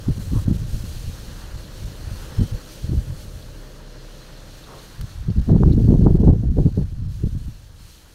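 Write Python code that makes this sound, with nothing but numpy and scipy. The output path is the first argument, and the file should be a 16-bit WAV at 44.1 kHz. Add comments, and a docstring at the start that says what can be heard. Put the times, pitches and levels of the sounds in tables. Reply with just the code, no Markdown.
"""Gusty wind in a yard with palms. From the start, fronds hiss and rustle over far trees and traffic, while
eddies buffet the microphone with a rumble that brightens as it grows. The trees swell twice, the second
time with a thin whistle near 2.4 s. A distant engine hums faintly, crests at 3.6 s and fades. Leaflets
snap at 5 s; at 5.5 s the big gust hits with slaps and sputter, then dies away in puffs by 8 s."""
import sys
import numpy as np
from scipy import signal
from scipy.fft import rfft, irfft
from scipy.io import wavfile
from scipy.ndimage import uniform_filter1d, minimum_filter1d, map_coordinates

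SR = 44100
rng = np.random.default_rng(int(sys.argv[2]) if len(sys.argv) > 2 else 0)


def wav_record(signal):
    """Record a signal, one row per channel, as 16-bit PCM in the file named by sys.argv[1]."""
    frames = np.transpose(np.atleast_2d(signal))
    bounded = np.clip(frames, -1, 1)
    # unit amplitude maps onto the largest positive 16-bit level
    quanta = np.round(bounded * 32767).astype(np.int16)
    wavfile.write(sys.argv[1], SR, quanta)


N = 358974
TIME = np.arange(N) / SR
FREQ = np.fft.rfftfreq(N, 1 / SR)
GUST_DB = -15  # reference wind strength, about that of the big gust

# Levels are relative: the layers add their own trims. An EQ sets tone colour only.
# fader ride of the far traffic: t/s, level/dB
TRAFFIC_RIDE = [(0, -44), (1, -46), (2.3, -42.5), (4.8, -47), (5.3, -54.5), (8.14, -56.5)]
# low drone of the traffic: f/Hz, level/dB
TRAFFIC_EQ = [(20, -4), (65, -3), (140, 5.5), (230, -2), (320, 1.5), (380, -4), (450, -1.5), (540, -2.5),
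              (620, -6), (720, -17.5), (1500, -34), (5000, -93)]
# fader ride of the distant engine: t/s, level/dB
ENGINE_RIDE = [(0, -45.5), (2.8, -41.5), (3.6, -39), (4.4, -42.5), (6, -66), (8.14, -68)]
# tones of its hum: f/Hz, level/dB
ENGINE_TONES = [(33.4, -0.5), (134, -11.5), (520, -20.5), (610, -22)]
# wind in the farther trees: t/s, level/dB
TREE_RIDE = [(0, -50), (1.15, -50), (1.42, -45), (1.85, -51), (2.3, -43.5), (2.75, -51.5), (4.95, -50),
             (5.8, -55), (6.5, -59), (8.14, -57)]
# their dull roar: f/Hz, level/dB
TREE_EQ = [(200, 4.5), (450, -12), (750, 0.5), (1000, 0), (1250, 0), (1600, 0.5), (1900, -2.5), (2300, -14),
           (3500, -13), (8000, -62)]
# wind in the palms: t/s, frond rustle level/dB, tip fizz level/dB
PALM_RIDE = [(0.0, -52.5, -56), (0.09, -52.5, -57.5), (0.22, -50, -50), (0.65, -51.5, -56.5),
             (0.72, -49.5, -51.5), (1.27, -50.5, -55.5), (2.86, -49.5, -53.5), (2.92, -52.5, -56),
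             (3.6, -52.5, -56.5), (3.97, -53.5, -63), (4.03, -51, -59), (5.12, -51.5, -56),
             (5.28, -56, -62.5), (5.8, -54, -58.5), (6.39, -60, -65), (7.07, -59, -64.5),
             (7.12, -56, -59.5), (8.14, -57, -60)]
# hiss of rubbing leaflets: f/Hz, level/dB
LEAF_EQ = [(1120, -22), (1900, -12), (2210, -8.5), (2930, -4), (3730, -5), (4220, -2), (4990, -6.5),
           (6230, -5.5), (7780, -11.5), (8500, -10), (10700, -13.5), (11700, -12), (13000, -15),
           (16000, -18.5)]
# a frond is tossed and surges, or falls slack: t/s, half length/s, lift/dB
FROND_TOSSES = [(0.39, 0.045, 2), (.48, .03, -3.5), (0.933, 0.24, 3.5), (1.402, 0.053, 4), (1.585, .04, 2),
                (1.683, .04, -3.5), (1.877, 0.072, 2), (2.199, 0.12, 2.5), (2.73, 0.056, 2.5),
                (3.216, 0.043, 3), (3.82, .07, -2), (4.815, 0.064, 2), (6.047, 0.019, 3), (6.74, .04, 3.5),
                (7.021, .04, -4.5), (7.147, 0.034, 2), (7.55, .1, 0), (7.72, 0.052, -4), (7.9, .1, 2)]
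# brief swishes and rasps of a frond: t/s, level/dB, f/Hz, width/Hz, half length/s
FROND_SWISHES = [(.37, -44.5, 1060, 330, 0.037), (4.73, -46, 970, 700, .062),
                 (4.75, -46.5, 475, 250, 0.077), (2.55, -43, 510, 71, 0.039),
                 (3.428, -46.5, 4090, 1190, .005), (4.64, -48, 3630, 700, .007),
                 (4.792, -45.5, 4200, 600, .006), (5.303, -47, 4160, 2200, .0024),
                 (5.727, -47, 4100, 900, .01)]
# bands of a thin whistle: t/s, level/dB, f/Hz, width/Hz, half length/s
WHISTLE_BANDS = [(2.45, -54.5, 3100, 120, .07), (2.38, -56, 5350, 260, .06), (2.41, -61.5, 8400, 130, .1)]
# dry snaps of leaflets: t/s, level/dB
LEAF_TICKS = [(5.0119, -23.5), (5.016, -30), (5.735, -36), (6.2756, -39)]
# their bright click: f/Hz, level/dB
TICK_EQ = [(300, -29), (1500, 8), (3000, 5), (4300, 14), (6000, 4), (13000, 2), (16000, -14)]
# steady wind on the microphone, between puffs: t/s, level/dB
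BREEZE_RIDE = [(0, -45), (.3, -32), (.62, -29), (1.2, -42), (1.7, -48), (2.25, -43), (2.7, -58),
               (3.1, -39.5), (3.85, -60.5), (4.9, -58.5), (5.44, -36), (5.51, -16), (6.26, -16), (6.4, -25),
               (6.92, -34), (7.4, -36.5), (7.6, -49.5), (8.14, -64.5)]
# puffs on top of it: crest t/s, half length/s, flutter level/dB, swing level/dB
WIND_PUFFS = [(0.099, 0.023, -18, -15), (.18, .02, -28.5, -27), (.36, 0.036, -21, -17),
              (.51, 0.047, -19, -23), (0.749, .025, -29, -20.5), (1.085, 0.019, -29, -24),
              (1.555, 0.018, -40, -28), (1.851, 0.031, -30, -25), (2.097, 0.073, -31, -32),
              (2.412, 0.033, -17, -16), (2.542, 0.024, -31, -21), (2.85, .02, -28, -25),
              (2.93, 0.04017, -20, -22), (2.979, 0.028, -26, -15.5), (3.101, 0.027, -31, -24),
              (3.367, .03, -52, -31.5), (5.022, 0.028, -31, -23), (5.209, 0.049, -40, -28),
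              (5.296, 0.024, -17, -20), (5.391, 0.0296, -20, -13.5), (5.525, 0.031, -11, -18),
              (5.676, .035, -17, -12.5), (5.91, 0.032, -12, -11.5), (6.045, 0.0402, -16, -15.5),
              (6.125, .018, -22.5, -13), (6.288, .035, -12, -7.5), (6.434, 0.026, -22.5, -24),
              (6.492, 0.021, -20.5, -11), (6.588, 0.037, -14, -14.5), (6.666, .025, -14.5, -17),
              (6.809, 0.041, -19, -20), (7.046, 0.084, -30, -26.5), (7.255, .03, -18.5, -20),
              (7.355, .03, -28.5, -23.5), (7.473, 0.032, -31.5, -27), (7.831, 0.046, -48, -41)]
# fast flutter of turbulence at full wind speed: f/Hz, level/dB
FLUTTER_EQ = [(40, -39), (85, -17), (125, 4), (175, -1.5), (235, -6), (330, -15), (450, -26.5),
              (650, -43.5), (1000, -66), (4000, -110)]
# slow, deep pressure swings: f/Hz, level/dB
SWING_EQ = [(5, -18.5), (18, -5), (27, -9.5), (37, -0.5), (52, -2.5), (75, -4.5), (105, -7.5), (150, -17.5),
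            (300, -54), (800, -110)]
# sputter of the finest eddies: f/Hz, level/dB
SPUTTER_EQ = [(150, -29), (300, 2.5), (410, 5.5), (520, -6), (720, -11), (900, -20), (1200, -31),
              (1800, -42), (5000, -100)]
# hard eddies slapping the microphone: t/s, edge level/dB, thump level/dB, wake level/dB
EDDY_SLAPS = [(.0865, -28, -7.5, -42), (.335, -43, -12, -48), (0.483, -29, -8.5, -42), (.513, -41, -8, -48),
              (2.42, -38, -20, -44), (2.933, -31, -28, -44), (5.494, -18.5, -4.5, -24),
              (5.563, -22, -8, -28.5), (5.635, -11.5, -8, -20), (5.79, -33, -18, -35),
              (5.878, -27, -15, -31), (5.941, -25, -16, -26), (6.02, -29, -15, -30),
              (6.0698, -13, -3, -14.5), (6.154, -33, -12.5, -25), (6.207, -25.5, -14, -31),
              (6.233, -25, -8, -19.5), (6.275, -20, -6, -17), (6.301, -25, -10, -28),
              (6.336, -27, -13, -30), (6.437, -33, -13, -31), (6.586, -28, -5.5, -19),
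              (6.664, -34, -7, -28), (6.778, -31, -11, -24), (7.238, -42, -16, -42)]


def gain_of(db):
    """Decibels to amplitude."""
    return 10 ** (np.asarray(db) / 20)


def unit_rms(x):
    """Scales to rms 1."""
    return x / np.sqrt(np.mean(x ** 2) + 1e-20)


def eq_db(points):
    """An EQ curve in dB at every frequency, drawn on a log axis."""
    hz, db = np.transpose(points)
    return np.interp(np.log(FREQ + 1), np.log(hz + 1), db)


def rides(rows):
    """Each level column of a time table, at every sample."""
    s, *columns = np.transpose(rows)
    return [np.interp(TIME, s, column) for column in columns]


def bell(s, half_length):
    """A smooth rise and fall about the moment s."""
    return np.exp(-((TIME - s) / half_length) ** 2)


def noise(gain):
    """Noise of rms 1, coloured by a gain at each frequency."""
    return unit_rms(irfft(rfft(rng.standard_normal(N)) * gain, N))


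def wander(hz):
    """A smooth random modulator, moving up to about hz times a second."""
    return noise(1 / (1 + (FREQ / hz) ** 4))


def steadied(x, seconds):
    """Evens out the slow swells of a noise, so that the wind alone sets its strength."""
    window = signal.windows.hann(int(seconds * SR))
    power = signal.fftconvolve(x ** 2, window / window.sum(), "same")
    return x / np.sqrt(abs(power) + 1e-6)


def traffic(drone_db=-1, pitch_waver=0.00925, tremble_db=1.1):
    """A low bed of far traffic, and the wavering hum of one engine."""
    drone = gain_of(rides(TRAFFIC_RIDE)[0] + drone_db) * noise(gain_of(eq_db(TRAFFIC_EQ)))
    engine_time = np.cumsum(1 + pitch_waver * wander(6.03)) / SR
    hum = sum(gain_of(db + tremble_db * wander(5.6)) * np.sin(2 * np.pi * hz * engine_time)
              for hz, db in ENGINE_TONES)
    return drone + np.sqrt(2) * gain_of(rides(ENGINE_RIDE)[0]) * hum


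def trees(trim_db=-1.5, flicker_db=1.42):
    """Farther foliage merges into a dull roar."""
    level_db = rides(TREE_RIDE)[0] + trim_db + flicker_db * wander(31)
    return gain_of(level_db) * noise(gain_of(eq_db(TREE_EQ)))


def leaflets(colour, patchy_db, flicker_db, patter_db, strikes_per_s, scrape_s=0.00021):
    """Leaflets rub in drifting patches of hiss and strike each other in a dense patter."""
    hits = rng.random(N) < strikes_per_s / SR
    strikes = hits * gain_of(1.8 * np.minimum(rng.exponential(1, N), 4))
    scrapes = signal.lfilter([1], [1, -np.exp(-1 / (scrape_s * SR))], strikes)  # a short tail on each
    patter = unit_rms(scrapes * rng.standard_normal(N))
    spectrogram = signal.stft(rng.standard_normal(N) + gain_of(patter_db) * patter, nperseg=512)[2]
    patches = uniform_filter1d(rng.standard_normal(spectrogram.shape), size=4, axis=0)  # blur in pitch
    patches = unit_rms(uniform_filter1d(patches, size=9, axis=1))  # and in time
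    rub = signal.istft(spectrogram * gain_of(patchy_db * patches), nperseg=512)[1][:N]
    rub *= gain_of(flicker_db * wander(50))
    return unit_rms(irfft(rfft(rub) * colour, N))


def palms(rustle_db=-0.28, fizz_db=1.0, frond_share=0.74, sway_db=1.1, crossover_hz=6600):
    """Fronds rustle with a papery ring; their whipping tips fizz higher up and feel each toss more."""
    frond_db, tip_db = rides(PALM_RIDE)
    toss_db = sum(lift_db * bell(s, half_length) for s, half_length, lift_db in FROND_TOSSES)
    toss_db += sway_db * wander(5)
    ring_db = 2 * np.exp(-((FREQ - 4250) / 260) ** 2)
    leaf = gain_of(eq_db(LEAF_EQ) + ring_db)
    low_share = 1 / (1 + (FREQ / crossover_hz) ** 8)
    lows, highs = leaf * np.sqrt(low_share), leaf * np.sqrt(1 - low_share)
    rustle = leaflets(lows, patchy_db=1.26, flicker_db=0.08, patter_db=-13, strikes_per_s=370)
    fizz = leaflets(highs, patchy_db=1.0, flicker_db=-0.05, patter_db=-8, strikes_per_s=520)
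    return (gain_of(frond_db + rustle_db + frond_share * toss_db) * rustle
            + gain_of(tip_db + fizz_db + toss_db) * fizz)


def swells(rows):
    """Swishes and whistles: each band of noise is a resonance that swells and fades."""
    return sum(gain_of(db) * bell(s, half_length) * noise(1 / (1 + ((FREQ - hz) / width * 2) ** 2))
               for s, db, hz, width, half_length in rows)


def ticks(trim_db=-6, decay_s=0.001):
    """Stiff leaflets snap against each other."""
    bursts = sum(gain_of(db) * (TIME >= s) * np.exp(-abs(TIME - s) / decay_s) for s, db in LEAF_TICKS)
    return gain_of(trim_db) * bursts * noise(gain_of(eq_db(TICK_EQ)))


def ducking(wind_db, dip_db=3.0, dip_hz=65, calm_db=-36, range_db=14):
    """A gain for the palms: they flutter with brief dips while wind beats on the microphone."""
    windy = np.clip((wind_db - calm_db) / range_db, 0, 1)
    dips = np.clip(wander(dip_hz), 0, 1.7) ** 2
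    return gain_of(-dip_db * windy * (dips - dips.mean() / 2))


def wind_strength(gust_swing_db=-16, swing_slope=0.73):
    """Puffs add their power to the breeze: dB of the slow pressure swings and of the fast flutter."""
    breeze_db = rides(BREEZE_RIDE)[0]
    # a slope under 1 lets the swings outlast the flutter in a lull
    swing_power = gain_of(gust_swing_db + swing_slope * (breeze_db - GUST_DB)) ** 2
    flutter_power = gain_of(breeze_db) ** 2
    for s, half_length, flutter_db, swing_db in WIND_PUFFS:
        puff = bell(s, half_length)
        swing_power += (gain_of(swing_db) * puff) ** 2
        flutter_power += (gain_of(flutter_db) * puff) ** 2
    return 10 * np.log10(swing_power), 10 * np.log10(flutter_power)


def sputter(flutter_db, gust_level_db=-36, steepness=1.78, rise_s=0.0078, fall_s=0.019, burst_db=4):
    """The finest eddies come in bursts of a few milliseconds, in strong wind and in each slap's wake."""
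    power = gain_of(gust_level_db + steepness * (flutter_db - GUST_DB)) ** 2
    for s, _, _, wake_db in EDDY_SLAPS:
        wake = np.exp(-np.maximum((s - TIME) / rise_s, (TIME - s) / fall_s).clip(max=20))
        power += (gain_of(wake_db) * wake) ** 2
    bursts = noise(gain_of(eq_db(SPUTTER_EQ))) * gain_of(burst_db * wander(80))
    return np.sqrt(power) * steadied(bursts, 0.097)


def slaps(sharpening=0.23, edge_cycles=0.35, thump_hz=195, thump_cycles=0.52):
    """A small hard eddy gives one quick push and pull of pressure; a harder hit has a sharper edge."""
    out = np.zeros(N)
    t = np.arange(-500, 500) / SR
    for s, edge_db, thump_db, _ in EDDY_SLAPS:
        edge_hz = 620 * gain_of(sharpening * (edge_db + 17.5))
        start = round((s + t[0]) * SR)
        for db, hz, cycles in (edge_db, edge_hz, edge_cycles), (thump_db, thump_hz, thump_cycles):
            envelope = gain_of(db) * np.exp(-(t * hz / cycles) ** 2)
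            out[start:start + len(t)] += envelope * np.cos(2 * np.pi * hz * t)
    return out


def buffet(swing_db, flutter_db, trim_db=-0.08, full_speed_db=-12, quickening=.2, lump_db=4.5, surge=.12):
    """Frozen eddies blow past the microphone, louder and faster in stronger wind, over deep swings."""
    lumps = wander(55)  # roughens both speed and level
    lull_db = np.clip(flutter_db - full_speed_db, -20, 0)
    speed = gain_of(quickening * lull_db) * np.exp(surge * lumps)
    eddies = noise(gain_of(eq_db(FLUTTER_EQ)))
    playhead = np.cumsum(speed) % (N - 1)
    flutter = map_coordinates(eddies, [playhead], order=3) * gain_of(lump_db * lumps)
    swings = noise(gain_of(eq_db(SWING_EQ)))
    return (gain_of(flutter_db + trim_db) * steadied(flutter, 0.087)
            + gain_of(swing_db) * steadied(swings, 0.11))


def scene():
    """The mono mix: traffic far back, foliage all around, wind right on the microphone."""
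    swing_db, flutter_db = wind_strength()
    wind = buffet(swing_db, flutter_db) + sputter(flutter_db) + slaps()
    foliage = palms() * ducking(swing_db) + trees()
    accents = swells(FROND_SWISHES) + swells(WHISTLE_BANDS) + ticks()
    return (traffic() + foliage + accents + wind)[None]


def record(dry, cutoff_hz=15750):
    """A limiter holds the hardest gusts to full scale; a steep low-pass trims the top."""
    safe_gain = minimum_filter1d(1 / np.maximum(abs(dry[0]), 1), size=301)
    limited = dry * uniform_filter1d(uniform_filter1d(safe_gain, size=151), size=151)
    lowpass = signal.firwin(511, cutoff_hz, window=("kaiser", 9), fs=SR)
    return signal.oaconvolve(limited, lowpass[None], "same")


dry = scene()
out = record(dry)
wav_record(out)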